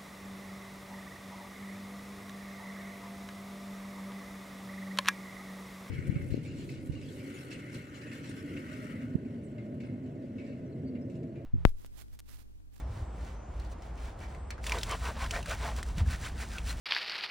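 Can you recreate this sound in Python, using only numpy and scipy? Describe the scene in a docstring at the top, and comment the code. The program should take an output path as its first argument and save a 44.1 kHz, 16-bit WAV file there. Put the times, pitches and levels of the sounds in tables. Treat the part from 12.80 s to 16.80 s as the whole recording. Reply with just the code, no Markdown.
"""A wet brush scrubs a soapy alloy wheel outdoors, first a few metres away, then close up.
Each stroke flicks the bristles, squeezes the foam and churns suds in the hollow behind the spokes.
Now and then a pocket of foam slurps, or the plastic brush stem clicks on the rim.
Underneath lie a low rumble, far traffic, faint whistles and a few dull bumps on the microphone;
a faint hum joins once the wheel is close."""
import sys
import numpy as np
from scipy import signal
from scipy.fft import rfft, irfft
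from scipy.io import wavfile

SR = 44100
rng = np.random.default_rng(int(sys.argv[2]) if len(sys.argv) > 2 else 0)


def int16_out(signal):
    """Quantize to a 16-bit WAV file."""
    q = np.round(np.clip(np.atleast_2d(signal).T, -1, 1) * 32767)
    wavfile.write(sys.argv[1], SR, q.astype(np.int16))


N = 176400
T = np.arange(N) / SR
HZ = np.maximum(np.fft.rfftfreq(N, 1 / SR), 1)
OPPOSITE = np.array([[1], [-1]])   # plus in the left ear, minus in the right


def from_db(db):
    """Turn decibels (dB) into a factor to multiply by."""
    return 10 ** (np.asarray(db) / 20)


def rms_one(x):
    """Scale a sound so that its average level (rms) is 1."""
    return x / np.sqrt(np.mean(x ** 2) + 1e-20)


def in_time(rows):
    """Join rows of (seconds, values) with straight lines, one curve for each value."""
    s, *columns = np.transpose(rows)
    return [np.interp(T, s, c) for c in columns]


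def over_hz(points):
    """Join rows of (Hz, value) into a curve, giving each octave equal room."""
    hz, value = np.transpose(points)
    return np.interp(np.log(HZ), np.log(hz), value)


def colour(x, spectrum):
    """Make some pitches stronger and others weaker; the result has level 1."""
    return rms_one(irfft(rfft(x) * from_db(over_hz(spectrum)), N))


def wavering_tone(hz, width_hz, shape=N):
    """Noise narrowed down to one pitch sounds like an unsteady tone."""
    return rms_one(irfft(rfft(rng.standard_normal(shape)) / (1 + ((HZ - hz) / width_hz) ** 2), N))


def ring(x, hz, t60):
    """Each click in x starts a tone that fades by 60 dB in t60 seconds."""
    r, w = from_db(-60 / (t60 * SR)), 2 * np.pi * min(hz, 17000) / SR
    return signal.lfilter([0, np.sin(w)], [1, -2 * r * np.cos(w), r * r], x + 1e-18)


def pip(x, hz, t60):
    """Ringing twice over gives a purer tone that swells briefly."""
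    return ring(ring(x, hz, t60), hz, t60)


def add(out, s, x):
    """Mix in a short sound, starting at s seconds."""
    i = max(int(s * SR), 0)
    out[i:i + len(x)] += x[:N - i]


def grains(per_s, spread_db):
    """Random clicks of uneven size."""
    sizes = from_db(spread_db * np.minimum(rng.exponential(1, N), 5)) * rng.choice([-1, 1], N)
    return sizes * (rng.random(N) < per_s / SR)


def closeness():
    """0 while the wheel is far, 1 once it is close."""
    start_s, fade_s = 1.828, 0.013
    return np.clip((T - start_s) / fade_s, 0, 1)


def echo(x, cut_hz=4000, t60=0.15):
    """Sound bounces off car body, ground and fence: a brief dull echo, different at each ear."""
    t = T[:SR // 3]
    tail = signal.sosfilt(signal.butter(2, cut_hz, fs=SR, output="sos"), rng.standard_normal((2, len(t))))
    decay = from_db(-60 * t / t60) * (t > .002)
    return signal.fftconvolve(x[None], tail * decay / np.sqrt(np.sum(decay ** 2)), axes=1)[:, :N]


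def rumble(width_db=-28.5):
    """Deep noise rises and falls, almost the same in both ears."""
    # The rumble's loudness. Each row: time in seconds, level in dB.
    levels = [(0, -38), (.25, -39.5), (.6, -40.5), (1.2, -40.5), (1.75, -42), (1.95, -37.5), (2.5, -36),
              (3.0, -37), (3.3, -30.5), (3.65, -39.5), (4, -36.5)]
    # Its tone colour. Each row: pitch in Hz, relative strength in dB.
    spectrum = [(20, -43), (32, -9), (45, -6), (59, 2.5), (74, -6.5), (100, -13.5), (150, -20),
                (230, -26.5), (330, -33), (600, -99)]
    middle, side = rng.standard_normal((2, N))
    return colour(middle + from_db(width_db) * side * OPPOSITE, spectrum) * from_db(in_time(levels)[0])


def traffic(far_db=-50.5, shelter_db=-1.5):
    """A wide wash of far traffic, a little quieter in the shelter of the wheel."""
    # The traffic's tone colour. Each row: pitch in Hz, relative strength in dB.
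    spectrum = [(70, -4), (140, 2), (250, 2), (450, -1.5), (750, 1.5), (1100, -5), (1600, -12.5),
                (2500, -19.5), (4000, -29.5), (7500, -29), (10000, -39), (16000, -71)]
    # How wide it sounds. Each row: pitch in Hz, side level compared with the middle in dB.
    widths = [(100, -26), (250, -13), (450, -7.5), (800, -0.5), (1500, -10), (3000, -47), (6000, 6.5),
              (10000, 4.5), (16000, 45)]
    width = from_db(over_hz(widths))
    middle, side = rfft(rng.standard_normal((2, N)))
    wash = irfft((middle + width * side * OPPOSITE) / np.hypot(1, width), N)
    return from_db(far_db + shelter_db * closeness()) * colour(wash, spectrum)


def whistles():
    """Thin, wavering high tones come and go in the distance."""
    # Each row: middle in seconds, length in seconds, pitch in Hz, level in dB.
    tones = [(0.084, 0.083, 5460, -75), (.3, 0.14, 7800, -75.5), (0.607, 0.13, 6040, -73),
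             (.68, 0.11, 7050, -76), (1.625, 0.25, 8070, -73)]
    out = 0
    for middle, length, hz, db in tones:
        envelope = 1 / (1 + (2 * (T - middle) / length) ** 12)
        out = out + from_db(db) * envelope * wavering_tone(hz, width_hz=220, shape=(2, N))
    return out


def hum():
    """Faint unsteady tones, as of a running motor, heard once the wheel is close."""
    # Each row: pitch in Hz, level in dB.
    overtones = [(173, -61), (231, -60)]
    return closeness() * sum(from_db(db) * wavering_tone(hz, width_hz=2.1) for hz, db in overtones)


def bumps(rise_s=0.0113):
    """Bumps on the microphone make low thuds that swell quickly and die away."""
    # Each row: start in seconds, peak level in dB, pitch in Hz, seconds to fade by 60 dB.
    thuds = [(0.094, -32.5, 101, 0.17), (0.165, -34, 109, 0.11), (0.216, -23, 70, 0.079),
             (3.172, -27, 155, 0.018), (3.207, -15.5, 78.6, 0.15), (3.218, -34, 196, 0.12),
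             (3.269, -23.5, 69, 0.16)]
    out, t = np.zeros(N), T[:SR // 2]
    for s, db, hz, t60 in thuds:
        envelope = np.minimum(t / rise_s, 1) * from_db(db - 60 * np.maximum(t - rise_s, 0) / t60)
        add(out, s, envelope * np.sin(2 * np.pi * hz * t))
    return out


def stem_clicks():
    """The plastic stem hits the rim, chatters briefly and rings; a bright crack lies on top."""
    # Each row: start in seconds, level in dB (as if packed into click_s), ring pitch in Hz,
    # crack compared with the ring in dB, echo compared with the click in dB.
    hits = [(0.798, -54.5, 4230, 7, 2), (.848, -60, 4420, 6, 6), (1.021, -56.5, 5600, 17, 4),
            (1.175, -58.5, 2500, 2, 7), (1.548, -51.5, 2120, -8, -4), (1.705, -39, 1820, 1.5, 1.5),
            (1.78, -50, 1559, -12, 3), (1.832, -56, 6000, 13, -9), (1.8416, -42.5, 2110, 1, -29),
            (1.8658, -34.5, 2120, 7, -35), (1.871, -39, 3580, 5, -11), (1.8949, -34.5, 2800, -1, -26),
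            (1.9204, -26.5, 2300, -7, -50), (1.985, -39.5, 3860, 3, -36), (2.012, -44.5, 3800, -6, -15),
            (2.032, -31, 3310, 5, -41), (2.111, -37, 6800, 11, -42), (2.462, -41.5, 1710, -7, -32),
            (2.509, -32, 2940, 3, -32), (2.5378, -37, 1500, -11, -35), (2.563, -33.5, 1660, -16, -43),
            (2.628, -44, 2960, 6, -12), (2.6588, -40, 1620, 0, -23), (2.6947, -42, 1890, 9, -37),
            (2.711, -35.5, 1560, -0.5, -41.5), (3.0286, -37.5, 1920, 0, -42), (3.1812, -41.5, 2260, 4, -13),
            (3.2037, -50, 2000, -2, -24), (3.261, -48.5, 1560, -8, -23), (3.7833, -37.5, 2710, -6, -47)]
    # The click's tones: the stem's own, plus at 0.22 a dull thud of the wheel. Each row: multiple of the ring
    # pitch, relative level in dB, fade in seconds.
    modes = [(.22, -14.5, .006), (.5, -13, .005), (1, 4.5, 0.004), (1.2, -4, 0.0043), (2, -15, 0.0026)]
    click_s, chatter_db, chatter_t60 = .005, -21.5, 0.033
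    crack_rise_s, crack_t60, crack_band_hz = 0.00073, 0.027, [2230, 10500]
    direct, to_echo, t = np.zeros(N), np.zeros(N), T[:SR // 16]
    bright = signal.butter(1, crack_band_hz, "band", fs=SR, output="sos")
    crack_envelope = np.minimum(t / crack_rise_s, 1) * from_db(-60 * t / crack_t60)
    for s, db, hz, crack_db, echo_db in hits:
        chatter, grit = rng.standard_normal((2, len(t)))
        force = (t == 0) + from_db(chatter_db - 60 * t / chatter_t60) * chatter
        body = sum(from_db(level) * rms_one(pip(force, hz * ratio, t60)) for ratio, level, t60 in modes)
        crack = from_db(crack_db) * rms_one(signal.sosfilt(bright, crack_envelope * grit))
        click = from_db(db) * rms_one(rms_one(body) + crack) * np.sqrt(click_s / t[-1])
        add(direct, s, click)
        add(to_echo, s, from_db(echo_db) * click)
    return direct + echo(to_echo)


def slurps():
    """Collapsing foam keeps an air pocket ringing; its pitch slides as it changes size."""
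    # Each row: middle in seconds, length in seconds, pitch in Hz, level in dB, slide in octaves a second.
    pockets = [(1.97, .055, 470, -43.5, -1), (2.125, 0.039, 1126, -41, -0.4), (2.122, .04, 3080, -45, -0.8),
               (2.28, 0.062, 1530, -45.5, 0.4), (2.43, 0.065, 1054, -44, 0), (2.555, 0.054, 1854, -44.5, 1),
               (2.553, 0.027, 2300, -42.5, 2), (2.57, 0.058, 662, -43.5, 0.5), (2.705, .04, 587, -43, .5),
               (2.722, 0.034, 1527, -42.5, 0.3), (2.86, 0.027, 693, -41.5, .5),
               (2.885, 0.043, 847, -43.5, -0.3), (3.76, 0.047, 1504, -49, -4.5),
               (3.9, 0.025, 4150, -45.5, -0.3)]
    out, t = np.zeros(N), T[:SR // 4] - T[SR // 8]
    for middle, length, hz, db, glide in pockets:
        pocket = pip(rng.standard_normal(SR // 2), hz, t60=0.017)
        sliding = np.interp(np.cumsum(2 ** (glide * t)), np.arange(len(pocket)), pocket)
        envelope = .5 ** np.minimum((2 * t / length) ** 2, 60)
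        slurp = rms_one(sliding * envelope) * np.sqrt(np.mean(envelope ** 2))
        add(out, middle + t[0], from_db(db) * slurp)
    return out


def bubbles(per_s, cycles, low_hz, high_hz, spread_db=2.5, count=28):
    """Bubbles of random pitch each ring for the given number of cycles."""
    pops, pitch_index = grains(per_s, spread_db), rng.integers(0, count, N)
    pitches = np.geomspace(low_hz, high_hz, count)
    return sum(hz * ring(pops * (pitch_index == k), hz, cycles / hz) for k, hz in enumerate(pitches))


def hollow(x):
    """The hollow behind the spokes boosts the pitches it rings at; the result has level 1."""
    # Each row: pitch in Hz, boost in dB, width in Hz.
    resonances = [(447, 12.5, 26), (672, 7.5, 64), (1014, 0.5, 33), (1508, 6, 36), (1890, 3.5, 26),
                  (2290, 2, 110), (2700, 5, 30), (3110, 2.5, 110)]
    boost_db = sum(db / (1 + (2 * (HZ - hz) / width_hz) ** 2) for hz, db, width_hz in resonances)
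    return rms_one(irfft(rfft(x) * from_db(boost_db), N))


def churning_suds():
    """Big bubbles gulp in the hollow."""
    # Their tone colour. Each row: pitch in Hz, relative strength in dB.
    spectrum = [(200, -5), (340, -6), (460, -5.5), (560, 0.5), (690, -2.5), (1000, 3.5), (1400, -7),
                (2500, -35)]
    return hollow(colour(bubbles(per_s=1200, cycles=20.7, low_hz=312.6, high_hz=1670), spectrum))


def squeezed_foam():
    """Thousands of small bubbles blend into a squelch."""
    # Its tone colour. Each row: pitch in Hz, relative strength in dB.
    spectrum = [(500, -12.5), (900, -10.5), (1150, -1), (1500, 0.5), (1900, 0.5), (2300, -2.5),
                (3000, -6.5), (4200, -9), (8000, -20)]
    return hollow(colour(bubbles(per_s=5500, cycles=17, low_hz=692, high_hz=5700), spectrum))


def bristle_flicks(snap_db=-7.5, snap_t60=0.0063):
    """Bristle tips make a fine hiss; stiff bristles spring off a spoke with coarser snaps."""
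    # Their tone colour. Each row: pitch in Hz, relative strength in dB.
    spectrum = [(1500, -12), (2500, -3), (3400, -2), (5000, -3), (7200, -2.5), (10000, -1), (13000, -8),
                (16000, -6)]
    fade = from_db(-60 * T[:SR // 50] / snap_t60)
    snaps = signal.fftconvolve(grains(per_s=220, spread_db=3.5), fade)[:N] * rng.standard_normal(N)
    hiss = grains(per_s=9000, spread_db=3)
    return colour(rms_one(hiss) + from_db(snap_db) * rms_one(snaps), spectrum)


def swell(layer, lag_s, stretch):
    """Each stroke swells and fades with the brush's speed. Layer 0 is bristles, 1 foam, 2 suds."""
    # Each row: middle in seconds, length before stretching in seconds, bristle, foam and suds levels in dB.
    strokes = [(-0.012, 0.036, -55, -56, -54), (0.182, 0.076, -60, -63, -61),
               (0.466, 0.092, -60, -60.5, -67), (0.838, 0.1, -65.5, -64, -68),
               (0.926, 0.014, -57, -67.0, -61), (1.068, 0.059, -64, -65.5, -65),
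               (1.259, 0.065, -56.5, -57, -82), (1.431, 0.031, -58.5, -54, -76),
               (1.508, 0.097, -63.5, -62.5, -61), (1.88, 0.024, -47, -49, -50),
               (1.952, 0.065, -46.5, -42, -40), (2.123, 0.049, -47.5, -40.5, -39.5),
               (2.274, 0.049, -45.5, -41, -39.5), (2.369, 0.019, -80, -48, -45.5),
               (2.434, 0.04, -44.5, -40.5, -43.5), (2.564, 0.051, -44.5, -43.5, -40),
               (2.72, 0.038, -42, -38.5, -41.5), (2.867, 0.075, -46, -43.5, -42.5),
               (2.99, 0.028, -46.5, -46, -46.5), (3.095, 0.041, -53, -56, -54.5),
               (3.198, 0.027, -49, -45, -46.5), (3.332, 0.041, -44.5, -43, -54.5),
               (3.459, 0.043, -44, -43, -53.7), (3.624, 0.037, -45, -44, -54),
               (3.748, 0.068, -50, -51, -78), (3.905, 0.033, -40.5, -42.5, -54),
               (4.023, 0.045, -49, -54, -51)]
    rise_share, roundness = 0.57, 1.65   # part of a stroke spent swelling; 1 is pointed, 2 rounded
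    power = 1e-14
    for middle, length, *levels in strokes:
        t = (T - middle - lag_s) / (length * stretch)
        from_peak = np.abs(t) / np.where(t < 0, rise_share, 1 - rise_share)
        power = power + from_db(levels[layer]) ** 2 * .5 ** np.minimum(from_peak ** roundness, 60)
    return np.sqrt(power)


def scrubbing():
    """Bristles lead each stroke, foam squelches at its height, and the suds churn just after."""
    # Light contact between close strokes. Each row: time in seconds, bristle and foam levels in dB.
    contact = [(1.85, -49, -60), (2.1, -51, -61), (2.35, -57.5, -60), (3.1, -63, -63), (4.0, -58, -57.5)]
    close = closeness()
    bristle_rest, foam_rest = from_db(in_time(contact)) * close
    bristles = bristle_flicks() * np.hypot(swell(0, lag_s=-0.0032, stretch=1.134), bristle_rest)
    foam = squeezed_foam() * np.hypot(swell(1, lag_s=0, stretch=0.93), foam_rest)
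    suds = churning_suds() * swell(2, lag_s=0.004, stretch=0.88)
    direct = bristles + foam + suds + slurps()
    close_echo = from_db(-30) * echo((foam + suds) * close, cut_hz=550)
    far_echo = from_db(-0.5) * echo(direct * (1 - close))
    return direct + close_echo + far_echo


def scene():
    """Mix everything; the brush's treble reaches the two microphone openings out of step."""
    # Each row: pitch in Hz, phase difference between left and right in radians.
    phase_gaps = [(5100, 0), (6000, -.5), (7000, -1.2), (8000, -1.7), (9500, -2.3), (10700, -3.05),
                  (13200, -3.2), (14500, -3.8), (16000, -4.3)]
    shift = np.exp(.5j * over_hz(phase_gaps) * OPPOSITE)
    brush = irfft(rfft(scrubbing() + stem_clicks()) * shift, N)
    return brush + rumble() + traffic() + hum() + bumps() + whistles()


def record(dry):
    """Cut away the very highest treble steeply."""
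    cutoff_hz = 16100
    return irfft(rfft(dry) / np.sqrt(1 + (HZ / cutoff_hz) ** 160), N)


dry = scene()
out = record(dry)
int16_out(out)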